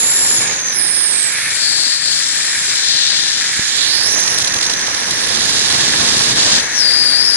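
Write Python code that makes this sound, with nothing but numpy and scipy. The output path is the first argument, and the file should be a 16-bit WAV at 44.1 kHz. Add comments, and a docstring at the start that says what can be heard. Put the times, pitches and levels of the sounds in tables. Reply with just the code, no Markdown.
"""Wind hisses and roars right on the microphone, with high whistles sliding down through it.
A camera rides in the slipstream outside a small plane's open door, then falls away with a skydiver.
Air tears across its two microphone ports, whose edges whistle; the hiss shifts sides as the head turns.
Eddies buffet the case and its hollows howl. Farther off, the propeller drones faintly underneath."""
import sys
import numpy as np
from scipy import signal
from scipy.fft import rfft, irfft
from scipy.io import wavfile
from scipy.ndimage import uniform_filter1d, minimum_filter1d

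SR = 44100
rng = np.random.default_rng(int(sys.argv[2]) if len(sys.argv) > 2 else 0)


def transcribe(u):
    """Save the signal u as a 16-bit wav file named by the first command-line argument.

    u: samples, shape (n,) or (channels, n), limited to [-1, 1]; the rate is SR.
    q: integer samples, one column per channel.
    """
    v = np.clip(np.atleast_2d(u).T, -1, 1)
    q = np.round(v * 32767).astype(np.int16)
    wavfile.write(sys.argv[1], SR, q)


N = 324576
TIME = np.arange(N) / SR


def from_db(db):
    """Decibels to gain."""
    return 10 ** (np.asarray(db) / 20)


def rms_one(x):
    """Scale to unit power."""
    return x / np.sqrt(np.mean(np.abs(x) ** 2) + 1e-20)


def in_time(rows):
    """A (time, value) curve at every sample."""
    return np.interp(TIME, *np.transpose(rows))


def in_frequency(rows):
    """Each column of a spectrum at every Fourier bin."""
    hz, *columns = np.transpose(rows)
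    bins = np.maximum(np.arange(N // 2 + 1) * SR / N, 1)
    return [np.interp(np.log(bins), np.log(hz), c) for c in columns]


def swells(rows):
    """Bell-shaped rises or dips in dB, each with its time, height and half width."""
    return sum(db * np.exp(-((TIME - s) / width) ** 2) for s, db, width in rows)


def held(start, end, attack_s, release_s):
    """An envelope that rises, holds at 1 at most, and falls."""
    return np.clip(np.minimum((TIME - start) / attack_s, (end - TIME) / release_s), 0, 1)


def coloured(spectrum):
    """Noise with the given spectral shape, rms 1."""
    white = rng.standard_normal(N // 2 + 1) + 1j * rng.standard_normal(N // 2 + 1)
    return rms_one(irfft(white * from_db(in_frequency(spectrum)[0]), N))


def drift(rate_hz):
    """A random wander: low-passed noise, rms 1."""
    r = np.exp(-2 * np.pi * rate_hz / SR)
    return rms_one(signal.lfilter([1], [1, -2 * r, r * r], rng.standard_normal(N + SR // 4))[-N:])


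def gusts(depth_db, rate_hz):
    """A gain that swings at random and keeps the mean power."""
    return from_db(depth_db * drift(rate_hz) - depth_db ** 2 * np.log(10) / 20)


def narrow_noise(hz, width_hz, steadiness=0):
    """Turbulence ringing a resonance at hz; feedback (steadiness 0-1) evens out its strength."""
    swing = drift(width_hz) + 1j * drift(width_hz)
    swing = rms_one(swing / (np.abs(swing) + 1e-6) ** steadiness)
    phase = 2 * np.pi * np.cumsum(hz * np.ones(N)) / SR
    return np.sqrt(2) * np.real(swing * np.exp(1j * phase))


def pair(mid, side, likeness):
    """Two unrelated signals to a left and right of the given likeness."""
    return np.sqrt((1 + likeness) / 2) * mid + np.sqrt((1 - likeness) / 2) * side * np.array([[1], [-1]])


# wind spectra right at the ports: (frequency [Hz], relative level [dB])
ROAR = [(40, -16), (130, -12.5), (250, -6.5), (500, -4.5), (1000, -2.5), (1400, -4.5), (2800, -5.5),
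        (6000, -21), (11000, -12)]
HISS = [(200, -32), (1200, -26), (2300, -15.5), (2900, -9), (3400, -3.5), (3800, -.5), (4700, -1.2),
        (5300, -1.5), (6200, -4.2), (7300, -6.3), (8500, -11), (11000, -32)]
LEFT_SIZZLE = [(2000, -45), (5000, -24), (7000, -17), (8500, -1), (9500, 5), (10300, -1), (11000, -1)]
RIGHT_SIZZLE = [(2000, -41), (5000, -29), (7000, -46), (8400, -1), (9500, 2), (10400, 7.5), (11000, 2)]
# force of the air across the microphone: (time [s], base hiss level [dB])
FORCE = [(0, -21.5), (.45, -20.5), (.7, -25), (1.3, -21), (2.0, -19.5), (2.6, -18.5), (2.95, -15.5),
         (3.5, -18), (3.8, -17.5), (4.1, -20.5), (4.55, -19), (4.95, -22.5), (5.15, -18.5), (5.55, -14.5),
         (6.2, -13.5), (6.58, -10), (6.62, -21), (7.36, -24.5)]
# turbulence of the oncoming air: (time [s], base roar level [dB])
TURBULENCE = [(0, -26), (.45, -22), (.75, -29), (1.15, -30.5), (1.5, -36), (1.8, -32.5), (2.25, -36),
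              (3.65, -34.5), (4.18, -23.5), (4.95, -25), (6.1, -22), (6.55, -19.5), (6.64, -26),
              (7.36, -27)]
# the head turns one port, then the other, into the flow: (time [s], left over right hiss [dB])
TURN = [(0, -1), (.7, 1.5), (1.1, -3), (1.42, -2.5), (1.56, 4), (2.25, 10), (2.58, 1.5), (2.78, 6),
        (3.42, 7.5), (3.66, -7), (4.5, -1), (5.0, -2), (5.3, -6.5), (6.15, -4), (6.5, 1.5), (7.36, 0)]
# finest treble at each port: (time [s], sizzle level [dB])
LEFT_TREBLE = [(0, -39), (1.05, -31), (1.5, -18), (2.6, -22.5), (3.0, -27), (3.6, -23), (4.2, -41),
               (5.1, -35), (6.35, -22.5), (6.67, -28), (6.85, -19.5), (7.36, -18)]
RIGHT_TREBLE = [(0, -34.5), (1.35, -14.5), (1.85, -33), (2.6, -18), (3.0, -30.5), (3.8, -21), (4.07, -15),
                (4.55, -19.5), (4.9, -27), (5.15, -18.5), (6.35, -19.5), (6.45, -24), (6.68, -29),
                (7.36, -24)]


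def port_wind(side, flutter, windward_db=3.5):
    """Air tears across one port: roar, hiss and sizzle. Facing the flow, it roars and hisses louder."""
    sign, treble, spectrum = {"left": (1, LEFT_TREBLE, LEFT_SIZZLE),
                              "right": (-1, RIGHT_TREBLE, RIGHT_SIZZLE)}[side]
    facing_db = sign * in_time(TURN) / 2
    roar_db = in_time(TURBULENCE) + windward_db * np.tanh(facing_db) - 0.5
    roar = from_db(roar_db) * coloured(ROAR) * gusts(depth_db=2, rate_hz=44)
    hiss = from_db(in_time(FORCE) + facing_db) * coloured(HISS) * gusts(depth_db=2, rate_hz=184)
    sizzle = from_db(in_time(treble)) * coloured(spectrum) * gusts(depth_db=3, rate_hz=180)
    return roar + flutter * (hiss + sizzle)


# slides of the whistles: (time [s], pitch [Hz])
SINKING = [(0.0, 7050), (0.176, 7400), (0.41, 7000), (0.76, 5880)]
DROPPING = [(0, 10350), (.15, 10530), (.38, 10080), (.5, 8500)]
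FALLING = [(.72, 10270), (.88, 9200), (1.0, 9260), (1.26, 8220), (1.36, 7000)]
RISING = [(3.85, 3880), (3.93, 4650), (4.03, 4850), (4.1, 5650), (4.18, 6080), (4.3, 5720), (4.7, 6000),
          (5.2, 5650)]
FREE_FALL = [(6.76, 5750), (6.842, 4790), (6.89, 4690), (7.014, 4870), (7.14, 4620), (7.258, 5100),
             (7.36, 4910)]
# whistles on the very rim of the ports: (port, start [s], end [s], attack [s], release [s], level [dB],
# pitch [Hz] or slide, half width of the breath [Hz], core over breath [dB])
WHISTLES = [("left", -.1, 0.51, .05, 0.12, -14, DROPPING, 500, -8),
            ("right", -0.13, 0.76, 0.15, 0.45, -12, SINKING, 420, -1.7),
            ("left", 0.045, 0.53, 0.18, 0.18, -20, 5350, 330, -12),
            ("left", 0.49, 0.77, 0.2, 0.11, -18, SINKING, 240, -4),
            ("right", 0.524, 0.807, 0.13, 0.088, -17, SINKING, 350, -3),
            ("right", 0.719, 1.373, .07, 0.13, -11.5, FALLING, 460, -12),
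            ("right", .72, 1.32, .04, .35, -20, 5220, 300, -4),
            ("left", 1.44, 3.1, .1, 0.42, -20, 7400, 440, -14),
            ("right", 1.23, 2.95, .1, .25, -25.5, 8350, 650, -14),
            ("right", 1.5, 3.75, .1, .5, -26.5, 5280, 340, -8),
            ("left", 1.51, 2.28, 0.14, 0.2, -13, 4500, 470, -8),
            ("left", 2.724, 3.46, 0.18, .32, -14, 4100, 660, -18),
            ("right", 3.2, 3.92, 0.32, 0.18, -20.5, 7200, 800, -20),
            ("right", 3.664, 4.45, 0.17, 0.23, -12.3, RISING, 600, -13),
            ("right", 4.12, 5.7, 0.23, 1, -19, RISING, 445, -10),
            ("left", 4.15, 5.7, 0.27, 0.55, -26, 5700, 280, -15),
            ("left", 6.53, 6.82, .07, 0.033, -21, 6200, 420, -6),
            ("left", 6.73, 7.5, 0.063, .05, -8, FREE_FALL, 440, 0)]


def edge_whistles(side, flutter, sag=0.1, waver=0.01, octave_db=-17):
    """A port's edge sheds vortices, trembling with the air speed: a clear core inside a breathy band."""
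    out = np.zeros(N)
    for port, *timing, level_db, pitch, width_hz, core_db in WHISTLES:
        if port != side:
            continue
        hz = in_time(pitch) if np.ndim(pitch) else pitch
        hz = hz / flutter ** sag   # a burst of turbulence slows the jet, so the pitch sags
        hz = np.minimum(hz * (1 + waver * drift(rate_hz=85)), SR / 4)
        core = from_db(core_db) * narrow_noise(hz, width_hz=45, steadiness=0.8)
        octave = from_db(octave_db) * narrow_noise(2 * hz, 2 * width_hz)
        breath = narrow_noise(hz, width_hz, steadiness=0.24)
        out += held(*timing) * from_db(level_db) * rms_one(core + breath + octave)
    return out


# air resonances of the case, just behind the ports: (pitch [Hz], half width [Hz], stereo likeness [0-1])
HOLLOWS = [(1774.6, 270, 0.65), (2292, 240, 0.92)]
# drive of each hollow: (starting level [dB], response to a swell [factor], steady change [dB/s])
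HOLLOW_DRIVE = [(-29.5, .85, .5), (-35, 1.76, -0.29)]
# the flow meets the case head on: (time [s], swell [dB], half width [s])
HOWLS = [(.46, 3.5, 0.067), (1.42, 6, 0.19), (2.58, 4, 0.23), (3.56, 4, 0.15), (5.95, 2, 0.27),
         (6.7, 3, .1)]


def hollows():
    """The air in the case howls at set pitches into both ports; it swells when the flow is head on."""
    howl = np.zeros((2, N))
    for (hz, width_hz, likeness), (db, response, db_per_s) in zip(HOLLOWS, HOLLOW_DRIVE):
        ring = pair(narrow_noise(hz, width_hz), narrow_noise(hz, width_hz), likeness)
        howl += from_db(db + response * swells(HOWLS) + db_per_s * TIME) * ring
    return howl * gusts(depth_db=1.3, rate_hz=57)


# spectra of eddies against the case: (frequency [Hz], relative level [dB])
RUMBLE = [(12, -22), (25, -19), (60, -8), (110, 4), (200, -4), (400, -31), (900, -40)]
DRUMMING = [(40, -19), (85, -2), (130, -0.5), (220, 1), (380, -2), (600, -15.5), (1200, -39)]
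# big eddies roll over the microphone: (time [s], rumble rise [dB], half width [s])
EDDIES = [(.45, 7, .15), (1.47, 13, .13), (2.6, 8, 0.11), (3.5, 8, .25), (4.4, 6.5, .35), (5.12, 9, .03),
          (5.82, 7, 0.066), (6.3, 11, .05)]
# close by, the skydiver leans out and his wake hits the case: (start [s], end [s], attack [s], release [s])
WAKE = (5.08, 6.68, 0.22, 0.12)


def buffeting(rumble_base_db=-53, drumming_base_db=-46):
    """Big eddies rumble and smaller ones drum on the case, harder in turbulence and in the wake."""
    turbulence_db = in_time(TURBULENCE)
    stir_db = 0.68 * (turbulence_db - turbulence_db.mean())
    eddy_db, wake = swells(EDDIES), held(*WAKE)
    rumble_db = rumble_base_db + stir_db + eddy_db + 5 * wake
    drumming_db = drumming_base_db + 0.57 * stir_db + 0.33 * eddy_db + 10.5 * wake
    rumble = from_db(rumble_db) * pair(coloured(RUMBLE), coloured(RUMBLE), likeness=0.98)
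    drumming = from_db(drumming_db) * pair(coloured(DRUMMING), coloured(DRUMMING), likeness=0.7)
    return (rumble + drumming) * gusts(depth_db=2, rate_hz=23)


def propeller(blade_hz=129, level_db=-53, overtone_db=-9):
    """Farther off and centred, the blades drone, wavering in the turbulent air."""
    drone = narrow_noise(blade_hz, width_hz=19, steadiness=0.31)
    overtone = from_db(overtone_db) * narrow_noise(2 * blade_hz, width_hz=7.8)
    return from_db(level_db) * (drone + overtone)


# single eddies burst right on the case: (time [s], level [dB])
THUMPS = [(2.95, -27), (3.594, -16), (4.561, -25), (5.733, -25), (6.272, -20), (6.35, -22)]


def thumps(push_s=0.00094):
    """A bursting eddy is a push followed by a suck, alike in both channels."""
    out = np.zeros(N)
    for s, level_db in THUMPS:
        age = np.maximum(TIME - s, 0) / push_s
        out += from_db(level_db) * np.e * age * (2 - age) * np.exp(-age)
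    return out


# flaps of air at the microphone: (time [s], peak hiss level on the right [dB])
FLAPS = [(4.28, -10), (4.423, -10), (4.447, -10), (4.479, -10.5), (4.543, -11), (4.565, -16), (4.614, -14),
         (4.629, -8), (4.667, -10), (4.7, -10.5), (4.737, -12), (4.872, -14), (4.948, -10), (5.11, -9.5)]


def flaps(half_width_s=0.0043):
    """The flow tears loose from the ports in brief swells of hiss, louder and sizzling on the right."""
    swell = sum(from_db(db) * np.exp(-((TIME - s) / half_width_s) ** 2) for s, db in FLAPS)
    right = coloured(HISS) + from_db(-6.5) * coloured(RIGHT_SIZZLE)
    left = from_db(-9) * coloured(HISS)
    return swell * np.array([left, right])


# leak across the stereo microphone: (frequency [Hz], level [dB], phase lag [rad])
LEAK = [(119, -4, -0.3), (302, -1, -1.03), (666, 0, -2), (1300, -3, -2), (1900, -47, -3),
        (2980, -18.5, 3.5), (4200, -12, 3), (5060, -10.5, 3), (5560, -7.5, 3.5), (5920, -11, 4),
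        (7200, -11, 3.5), (8600, -13, 3), (10700, -15, 4)]


def cross_feed(ports):
    """The stereo pair mixes a late, mostly inverted share of each port into the other side."""
    leak_db, lag = in_frequency(LEAK)
    return ports + irfft(rfft(ports[::-1]) * from_db(leak_db) * np.exp(-1j * lag), N)


# the flow flutters over both ports: (time [s], depth [dB], half width [s])
FLUTTER = [(.6, 1.66, 0.503), (4.55, 3, .45)]
# the flow at the ports stalls for an instant: (time [s], dip [dB], half width [s])
LULLS = [(0.628, -4, 0.028), (1.998, -4, 0.045), (6.342, -6, 0.015), (6.695, -2.5, 0.026)]


def scene():
    """Out in the slipstream: two ports in one flow, the case around them, the propeller beyond."""
    flutter = gusts(swells(FLUTTER), rate_hz=74)
    wind = np.array([port_wind(side, flutter) + edge_whistles(side, flutter)
                     for side in ("left", "right")])
    ports = from_db(swells(LULLS)) * cross_feed(wind + flaps())
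    return ports + hollows() + buffeting() + propeller() + thumps()


def record(dry):
    """In the camera, a fast limiter holds the peaks down and the top is cut steeply."""
    cutoff_hz, ceiling, window_samples = 11100, 0.97, 41
    low_pass = signal.ellip(14, .1, 85, cutoff_hz, fs=SR, output="sos")
    heard = signal.sosfilt(low_pass, dry)
    headroom = np.minimum(1, ceiling / (np.abs(heard) + 1e-9))
    gain = uniform_filter1d(minimum_filter1d(headroom, window_samples), window_samples)
    return signal.sosfiltfilt(low_pass, heard * gain)


dry = scene()
out = record(dry)
transcribe(out)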